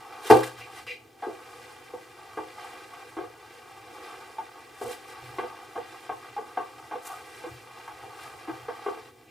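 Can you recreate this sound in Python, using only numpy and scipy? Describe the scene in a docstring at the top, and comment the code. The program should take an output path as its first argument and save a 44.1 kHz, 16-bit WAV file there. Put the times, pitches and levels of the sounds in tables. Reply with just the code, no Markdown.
"""A small classroom: a felt eraser is bumped onto a wall whiteboard and rubbed to and fro.
Fibre slips rumble, scrape and hiss; the panel booms under the hand. Where a stroke turns, the block
catches, judders and knocks the board into ringing; the hardest bump also thuds. The plastic shell
clicks, and stick-slip gives three short squeaks, the last very faint. Everything arrives twice,
2.5 ms apart, which gives a hollow, combed colour."""
import sys
import numpy as np
from scipy import signal
from scipy.fft import rfft, irfft
from scipy.io import wavfile

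SR = 44100
rng = np.random.default_rng(int(sys.argv[2]) if len(sys.argv) > 2 else 0)


def store_wav(level_fs):
    """Save 16-bit WAV to argv[1]."""
    pcm = np.round(np.clip(np.atleast_2d(level_fs), -1, 1) * 32767)
    wavfile.write(sys.argv[1], SR, pcm.T.astype(np.int16))


N = 410130
TIME_S = np.arange(N) / SR
BIN_HZ = np.arange(N // 2 + 1) * SR / N

# Felt on the board. Each row: start in seconds, end in seconds, level in dB.
FELT_CONTACTS = [(-.1, 0.832, 1), (1.23, 9.085, 0)]
# Strokes. Each row: crest in seconds, half length in seconds, effort in dB, brightness in dB.
HAND_STROKES = [(0.158, 0.094, 4, -3), (0.412, 0.08, 8, -4.5), (0.773, 0.041, 4.5, 1.5),
                (1.55, 0.33, 3.5, 0), (2.3, 0.18, 1.5, -0.5), (2.68, 0.19, 7.5, -1),
                (3.026, 0.068, 4.5, -1), (3.36, 0.085, -2.5, 0), (3.558, 0.056, 2, -0.5),
                (4.08, 0.21, 6.5, -1.5), (4.603, 0.16, 0, -1), (5.277, 0.41, 4.5, -1), (5.97, 0.13, 4.5, 0),
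                (6.27, 0.047, 3, -1.5), (6.7, 0.29, 1.5, -1), (7.114, 0.074, 5, -4.5),
                (7.38, 0.2, 5.5, 0.5), (7.8, 0.092, 3.5, -1), (8.35, 0.39, 4, -1.5), (8.866, .13, 4, -2.5),
                (9.1, .07, 0.5, 0)]
# Noise spectra. Each row: frequency in Hz, relative density in dB.
RUMBLE_DB = [(120, -34.5), (240, -9.5), (320, -0.5), (420, -1), (510, 7), (620, -3), (900, -20),
             (2000, -44)]
HOLLOW_DB = [(400, -26), (660, -0.5), (780, 2.5), (870, 1), (1000, 1.5), (1170, 0), (1350, 0.5), (1600, -8),
             (2100, -30)]
SCRAPE_DB = [(1000, -22.5), (1600, -0.5), (2000, -1), (2400, -1.5), (2900, -5), (4400, -11), (5500, -13.5),
             (8000, -36.5)]
HISS_DB = [(2500, -18.5), (4500, 4), (6500, 3), (8000, 3.5), (10000, 2.5), (12000, -2.5), (15500, -15)]
BOOM_DB = [(20, -43), (45, -24), (80, -2), (105, 0.5), (122, 12.5), (145, 0), (175, -23), (260, -32)]
AIR_DB = [(20, -29), (110, 6.5), (250, 2.5), (430, 0), (800, -5), (1500, -25.5), (3000, -13.5),
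          (6000, -16.5), (10000, -19.5), (15500, -18.5)]
SWISH_DB = [(150, -37.5), (700, 12), (1600, 10), (3000, 6.5), (5000, 1.5), (7000, -5), (9000, -3),
            (12000, -12.5), (15500, -13.5)]
FIZZ_DB = [(3000, -20), (6000, -2.5), (8500, 1), (12000, -2.5), (14000, -6), (15500, -17.5)]
CLICK_DB = [(200, -25), (900, -0.5), (1800, 13.5), (3000, 1.5), (5300, -3.5), (7000, -12), (10000, -6.5),
            (15500, -17.5)]
# Board modes. Each row: frequency in Hz, level in dB, t60 in seconds.
BOARD_MODES = [(233.7, -2.5, 0.31), (256.4, -18, 0.98), (321.3, -3.5, .25), (370.8, -2.5, 0.28),
               (417.5, 1, 0.32), (480.3, 2, 0.13), (514.1, -2, 0.66), (652, -10.5, 0.3), (719, -9.5, 0.32),
               (780, -1, 0.2), (845, -5, 0.16), (902.4, -3, 0.22), (1070.7, 9, 0.28), (1121, 10, 0.15),
               (1169, 6.5, 0.22), (1233, -7, 0.18), (1317, -8.5, .27), (1472, -20, .2), (1570, -11, 0.31),
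               (1954, -3.5, 0.29), (2132, 5.5, 0.15), (2378, -5, 0.24)]
# Stereo image of the noises. Each row: frequency in Hz, left-right correlation from 0 to 1.
STEREO_CORRELATION = [(30, 0.19), (70, 1), (130, 0.93), (300, 0.98), (450, 0.67), (800, 0.92),
                      (2000, 0.8635), (5000, 0.84), (9500, 0.87), (11500, 1)]
# The hand leans in. Each row: start in seconds, level in dB, hold in seconds.
PANEL_FLEXES = [(0.57, -52, 0.036), (0.803, -56, 0.074), (3.162, -57, 0.091), (4.83, -52, 0.055),
                (5.22, -50.5, 0.13), (6.105, -58, 0.058), (7.483, -48, 0.062), (7.905, -58, 0.13),
                (8.223, -58, 0.15), (8.495, -52.5, 0.14)]
# Quick brushes. Each row: crest in seconds, body in dB, fizz in dB, rise and fall in seconds.
FELT_SWISHES = [(.275, -34.5, -44, 0.028, 0.015), (0.31, -27, -36.5, 0.012, 0.056),
                (.375, -40, -55, .02, 0.033), (0.438, -37, -42, 0.003, 0.029),
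                (.48, -42.5, -59, 0.021, 0.031), (0.584, -44.5, -72, 0.0063, 0.045),
                (.785, -45, -66, 0.043, 0.029), (4.825, -47, -50.5, 0.026, 0.03),
                (4.925, -40.5, -47.5, 0.063, 0.028), (5.10, -50, -58, 0.021, 0.03),
                (7.073, -47, -44, 0.024, 0.0224), (7.13, -54, -55.5, 0.034, 0.1),
                (8.24, -47, -59, 0.067, 0.067)]
# The block catches. Each row: start in seconds, level in dB, tilt in dB per octave, judder in dB,
# judder in Hz, rebound delay in seconds, rebound in dB against the knock, rebound judder in Hz.
BLOCK_KNOCKS = [(.254, -42, -3, -38, 403, 0.0216, -7, 420),
                (0.2996, -10, -6.5, -5.5, 430, 0.0074, -1.5, 423),
                (.320, -19, -2, -10.5, 782, .028, 0, 416), (.371, -32.5, -2, -24, 505, 0.025, 2.5, 420),
                (.865, -51, 7, -70, 1154, 0.015, -12, 500), (1.223, -34.5, 1, -32, 807, 0.01115, 0, 809),
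                (1.267, -33, -9, -31.5, 379, .038, -14, 388),
                (1.936, -36.5, -8, -35.5, 482, 0.017, -18, 427),
                (2.372, -30, -1, -34, 426, .009, -0.5, 900), (2.58, -48, 6, -50, 840, 0.057, 1.5, 807),
                (3.167, -33, 1, -30.5, 324, 0.018, 0, 376), (3.208, -39, 2, -35, 407, 0.029, -3, 480),
                (4.383, -37, 2.5, -26, 884, 0.019, -5.5, 835),
                (4.813, -32.5, -5.5, -36, 406, 0.04, -4.5, 479),
                (4.885, -42, -9, -31.5, 495, 0.022, -2, 418), (5.384, -26, 2.5, -29, 375, 0.047, -5.5, 493),
                (5.755, -32, .5, -35, 700, 0.02, -2, 470), (6.093, -30, 1, -30, 746, .02, -7.5, 1092),
                (6.364, -37, 0.5, -28, 823, .009, 0.5, 822), (6.385, -41.5, -6, -35.5, 437, .025, -5, 806),
                (6.571, -26.5, 0, -27.5, 763, .022, -8.5, 1100),
                (6.911, -32, 1, -38.5, 415, 0.017, -1.5, 850),
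                (6.953, -39.5, 2.5, -31.5, 504, 0.022, -10, 424),
                (7.438, -37.5, 2.5, -32.5, 499, 0.025, -1, 327),
                (7.876, -42.5, 6, -34.5, 920, 0.0216, -7, 844),
                (8.035, -41.5, -2, -50, 793, 0.024, -11, 410),
                (8.479, -35.5, 2.5, -30, 315, .013, 1.5, 325), (8.682, -32, 1.5, -31, 478, 0.018, -17, 716),
                (8.861, -28.5, 1.5, -28.5, 420, .02, -2.5, 408),
                (8.969, -43.5, 1, -42, 442, 0.023, -14, 416)]
# Bands of the struck board. Each row: low and high edge in Hz, trim in dB, dense-ring t60 in seconds.
BOARD_REGISTERS = [(292, 740, -9, 0.23), (632, 982, -6.5, 0.24), (985, 1630, -7.5, 0.15),
                   (1730, 3420, -18.5, 0.26)]
# Shell clicks. Each row: start in seconds, level in dB, t60 in seconds.
SHELL_CLICKS = [(0.3008, -19.5, 0.035), (0.31, -19, 0.032), (0.4326, -25.5, 0.021), (0.8663, -41, 0.034),
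                (7.877, -44, .04), (8.036, -55, .03)]
# Lowest panel mode: level in dB, frequency in Hz, t60 in seconds.
PANEL_THUD = (-21.5, 123, 0.45)
# Squeaks. Each row: start in seconds, level in dB, hold in seconds.
BLOCK_SQUEAKS = [(0.601, -44.5, .02), (0.869, -37.5, 0.047), (9.272, -60, 0.023)]
# Squeak resonances. Each row: frequency in Hz, bandwidth in Hz, level in dB.
BLOCK_MODES = [(488, 10, -4.5), (2020, 58, -2.5), (2260, 69, -1.5), (2460, 200, 3.5), (2700, 89, -6),
               (2870, 51, -6.5), (3980, 54, -12), (4860, 180, -12.5)]
# Second arrival. Each row: frequency in Hz, gain against the first.
ARRIVAL_GAIN = [(200, 0.93), (1000, 0.61), (3000, 1), (7000, 0.8), (15000, .72)]


def from_db(db):
    """Decibels to gain."""
    return 10 ** (np.asarray(db) / 20)


def unit_rms(x):
    """Scale to unit rms."""
    return x / np.sqrt(np.mean(x ** 2) + 1e-20)


def per_bin(curve):
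    """Interpolate a curve onto the FFT bins, in log frequency."""
    hz, value = np.transpose(curve)
    return np.interp(np.log(BIN_HZ + 1), np.log(hz), value)


def decay(t, t60_s):
    """Exponential fall, 60 dB in t60_s."""
    return np.exp(-np.log(1000) * t / t60_s)


def add(out, start_s, sound):
    """Mix a sound into out."""
    at = max(0, round(start_s * SR))
    out[..., at:at + sound.shape[-1]] += sound[..., :max(0, N - at)]


def drift(rate_hz):
    """Smooth random wander, unit rms."""
    hop, settle = 40, 2000
    pole = np.exp(-2 * np.pi * rate_hz * hop / SR)
    noise = rng.standard_normal(N // hop + settle + 2)
    slow = signal.lfilter([1], [1, -2 * pole, pole * pole], noise)[settle:]
    return np.interp(np.arange(N) / hop, np.arange(len(slow)), unit_rms(slow))


def radiate(spectrum, force, modes_db=-60):
    """A force through a spectrum and the board's modes, plus diffuse side noise; stereo, unit rms."""
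    peaks = sum(1 / (1 + ((BIN_HZ - hz) * t60_s) ** 2 / np.pi) for hz, _, t60_s in BOARD_MODES)
    gain = from_db(per_bin(spectrum)) * np.sqrt(1 + from_db(modes_db) ** 2 * peaks)
    correlation = per_bin(STEREO_CORRELATION)
    mid = irfft(rfft(force) * gain * np.sqrt(1 + correlation), N)
    side = irfft(rfft(rng.standard_normal(N)) * gain * np.sqrt(1 - correlation), N)
    return unit_rms(np.array([mid + side, mid - side]))


def friction(slips_per_s, grip_db, grip_hz):
    """Tiny fibre slips, bunched by the felt's uneven grip."""
    slips = (rng.random(N) < slips_per_s / SR) * rng.standard_normal(N)
    return unit_rms(slips * from_db(grip_db * drift(grip_hz)))


def hand(touch_s=0.074, lift_s=0.039, lifted_db=-10, uneven_db=0.5):
    """Contact, effort and brightness in dB: strokes on top of a slightly uneven pressure."""
    contact = 0
    for start_s, end_s, db in FELT_CONTACTS:
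        touch = np.clip((TIME_S - start_s) / touch_s + 1, 0, 1)
        lift = np.exp(-np.clip((TIME_S - end_s) / lift_s, 0, 20))
        contact += from_db(db) * touch * lift
    contact_db = 20 * np.log10(np.maximum(contact, from_db(lifted_db)))
    effort_db, bright_db = uneven_db * drift(rate_hz=8), 0
    for crest_s, half_s, push_db, tone_db in HAND_STROKES:
        swell = np.exp(-np.minimum(((TIME_S - crest_s) / half_s) ** 2, 20))
        effort_db += push_db * swell
        bright_db += tone_db * swell
    return contact_db, effort_db, bright_db


def rubbing():
    """Coarse slips shake the panel and the hollow block; finer ones scrape and hiss."""
    contact_db, effort_db, bright_db = hand()
    rumble = radiate(RUMBLE_DB, friction(slips_per_s=2500, grip_db=1.5, grip_hz=5.6), modes_db=7.5)
    hollow = radiate(HOLLOW_DB, friction(slips_per_s=2500, grip_db=1.8, grip_hz=10), modes_db=8)
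    scrape = radiate(SCRAPE_DB, friction(slips_per_s=7000, grip_db=1.02, grip_hz=19), modes_db=0.5)
    hiss = radiate(HISS_DB, friction(slips_per_s=20000, grip_db=0.9, grip_hz=11))
    rumble *= from_db(-58 + 0.67 * effort_db - 0.071 * bright_db)
    hollow *= from_db(-53.5 + 0.73 * effort_db - 1.6 * bright_db)
    scrape *= from_db(-55.5 + effort_db + 0.2 * bright_db)
    hiss *= from_db(-63 + 0.84 * effort_db + bright_db)
    return from_db(contact_db) * (rumble + hollow + scrape + hiss)


def panel_boom(rest_db=-67.5, waver_db=2.5, attack_s=0.0051, t60_s=0.36):
    """The panel gives: a faint wavering boom that swells where the hand leans in."""
    power = from_db(rest_db + waver_db * drift(rate_hz=5)) ** 2
    for start_s, db, hold_s in PANEL_FLEXES:
        t = np.maximum(TIME_S - start_s, 0)
        envelope = (1 - np.exp(-t / attack_s)) * decay(np.clip(t - hold_s, 0, 2 * t60_s), t60_s)
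        power += (from_db(db) * envelope) ** 2
    return np.sqrt(power) * radiate(BOOM_DB, rng.standard_normal(N))


def room_air():
    """Quiet steady room noise, coloured by the board's modes."""
    return from_db(-57.5) * radiate(AIR_DB, rng.standard_normal(N), modes_db=8.5)


def swishes():
    """Each brush of the felt swells and dies away; some also fizz at the top, each by its own amount."""
    body_power = fizz_power = 0
    for crest_s, body_db, fizz_db, rise_s, fall_s in FELT_SWISHES:
        from_crest = np.maximum((crest_s - TIME_S) / rise_s, (TIME_S - crest_s) / fall_s)
        swell = np.exp(-2 * np.minimum(from_crest, 20))
        body_power += swell * from_db(body_db) ** 2
        fizz_power += swell * from_db(fizz_db) ** 2
    body = radiate(SWISH_DB, friction(slips_per_s=9000, grip_db=-0.5, grip_hz=80))
    fizz = radiate(FIZZ_DB, friction(slips_per_s=7000, grip_db=2.5, grip_hz=90))
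    return np.sqrt(body_power) * body + np.sqrt(fizz_power) * fizz


def blows():
    """Each knock, then its rebound: duller, more judder than ring."""
    for start_s, db, tilt_db_oct, judder_db, judder_hz, delay_s, step_db, rebound_hz in BLOCK_KNOCKS:
        yield start_s, db, tilt_db_oct, judder_db, judder_hz
        rebound_db = db + step_db
        yield start_s + delay_s, rebound_db, tilt_db_oct - 2.5, rebound_db + 2.5, rebound_hz


def board_ring(t, low_hz, high_hz, dense_t60_s, dense_db=-1.5, hand_t60_s=0.66):
    """One register of the struck board: hand-damped modes over dense short ringing."""
    floor_hz = low_hz if low_hz > BOARD_REGISTERS[0][0] else 0   # lowest register takes all deep modes
    in_band = [mode for mode in BOARD_MODES if floor_hz < mode[0] < high_hz]
    hz, mode_db, t60_s = np.array(in_band).T[:, :, None]
    gain = from_db(mode_db + 0.51 * rng.standard_normal(hz.shape))
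    phase = 2 * np.pi * rng.random(hz.shape)
    partials = gain * np.sin(2 * np.pi * hz * t + phase) * decay(t, t60_s)
    modes = partials.sum(axis=0) * decay(t, hand_t60_s)
    band = signal.butter(3, [low_hz, high_hz], "band", fs=SR, output="sos")
    dense = signal.sosfilt(band, rng.standard_normal(len(t)) * decay(t, dense_t60_s))
    direct = 1 + decay(t, t60_s=0.016)   # the struck spot sounds before the wave spreads
    ring = (unit_rms(modes) + from_db(dense_db) * unit_rms(dense)) * direct
    return ring / np.std(ring[:SR // 60])


def knocks(judder_s=0.0063, contact_s=0.0013, pivot_hz=760, lift_db=2.5, lift_octaves=0.5):
    """The felt catches and judders for a few cycles; the board rings, louder near the judder's pitch."""
    out, t = np.zeros(N), np.arange(SR // 3) / SR
    swell = t / judder_s * np.exp(1 - t / judder_s)
    for start_s, db, tilt_db_oct, judder_db, judder_hz in blows():
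        ring = 0
        for low_hz, high_hz, trim_db, t60_s in BOARD_REGISTERS:
            centre_hz = np.sqrt(low_hz * high_hz)
            nearness = np.exp(-(np.log2(centre_hz / judder_hz) / lift_octaves) ** 2)
            level_db = db + trim_db + lift_db * nearness + tilt_db_oct * np.log2(centre_hz / pivot_hz)
            ring += from_db(level_db) * board_ring(t, low_hz, high_hz, t60_s)
        judder = from_db(judder_db) * swell * np.sin(2 * np.pi * (judder_hz * t + rng.random()))
        add(out, start_s, ring * (1 - np.exp(-t / contact_s)) + judder)
    low_cut = signal.butter(2, 170, "high", fs=SR, output="sos")   # the knocks carry little below about 170 Hz
    return signal.sosfilt(low_cut, out)


def classroom(dry, wet_db=-7.5, t60_s=0.22, build_s=0.0019, wall_hz=4957):
    """Add dull diffuse reflections, different on each side."""
    t = np.arange(SR // 2) / SR
    tail = rng.standard_normal((2, len(t))) * decay(t, t60_s) * (1 - np.exp(-t / build_s))
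    tail /= np.sqrt(np.sum(tail[0] ** 2))
    tail = signal.sosfilt(signal.butter(1, wall_hz, fs=SR, output="sos"), tail)
    return dry + from_db(wet_db) * signal.fftconvolve(dry[None], tail, axes=1)[:, :N]


def clicks():
    """The hard plastic shell clicks: instant onset, fast decay."""
    envelope, t = np.zeros(N), np.arange(SR // 8) / SR
    for start_s, db, t60_s in SHELL_CLICKS:
        add(envelope, start_s, from_db(db) * decay(t, t60_s))
    return envelope * radiate(CLICK_DB, rng.standard_normal(N))


def thud(start_s=0.303, attack_s=0.009):
    """The hardest bump drives the panel's lowest mode, with a short dull puff."""
    db, hz, t60_s = PANEL_THUD
    out, t = np.zeros(N), np.arange(SR) / SR
    band = signal.butter(2, [65, 150], "band", fs=SR, output="sos")
    puff = unit_rms(signal.sosfilt(band, rng.standard_normal(SR))) * decay(t, t60_s=0.23)
    mode = np.sin(2 * np.pi * hz * t) * decay(t, t60_s)
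    add(out, start_s, from_db(db) * (mode + from_db(-9) * puff) * (1 - np.exp(-t / attack_s)))
    return out


def squeaks(attack_s=0.00153, release_t60_s=0.25):
    """Rough stick-slip sings in narrow resonances of the block."""
    out, t, voice = np.zeros(N), np.arange(SR // 3) / SR, 0
    for hz, width_hz, db in BLOCK_MODES:
        radius = np.exp(-np.pi * width_hz / SR)
        feedback = [1, -2 * radius * np.cos(2 * np.pi * hz / SR), radius * radius]
        resonance = signal.lfilter([1, 0, -1], feedback, rng.standard_normal(SR))[-len(t):]
        voice += from_db(db) * resonance / np.std(resonance[:SR // 10])
    voice /= np.std(voice[:SR // 10])
    for start_s, db, hold_s in BLOCK_SQUEAKS:
        envelope = (1 - np.exp(-t / attack_s)) * decay(np.maximum(t - hold_s, 0), release_t60_s)
        add(out, start_s, from_db(db) * envelope * voice)
    return out


def scene():
    """Eraser and board over room air; only knocks and squeaks reverberate."""
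    catches = knocks() + squeaks()
    return room_air() + rubbing() + panel_boom() + swishes() + clicks() + thud() + classroom(catches)


def record(dry, delay_s=111.3 / SR, cutoff_hz=15600):
    """A close, slightly duller second arrival combs the sound; peaks clip; the top is cut."""
    gain = per_bin(ARRIVAL_GAIN)
    comb = (1 + gain * np.exp(-2j * np.pi * BIN_HZ * delay_s)) / np.hypot(1, gain)
    combed = irfft(rfft(dry) * comb, N)
    high_cut = signal.ellip(10, 0.1, 80, cutoff_hz, fs=SR, output="sos")
    return signal.sosfilt(high_cut, np.clip(combed, -1, 1))


dry = scene()
out = record(dry)
store_wav(out)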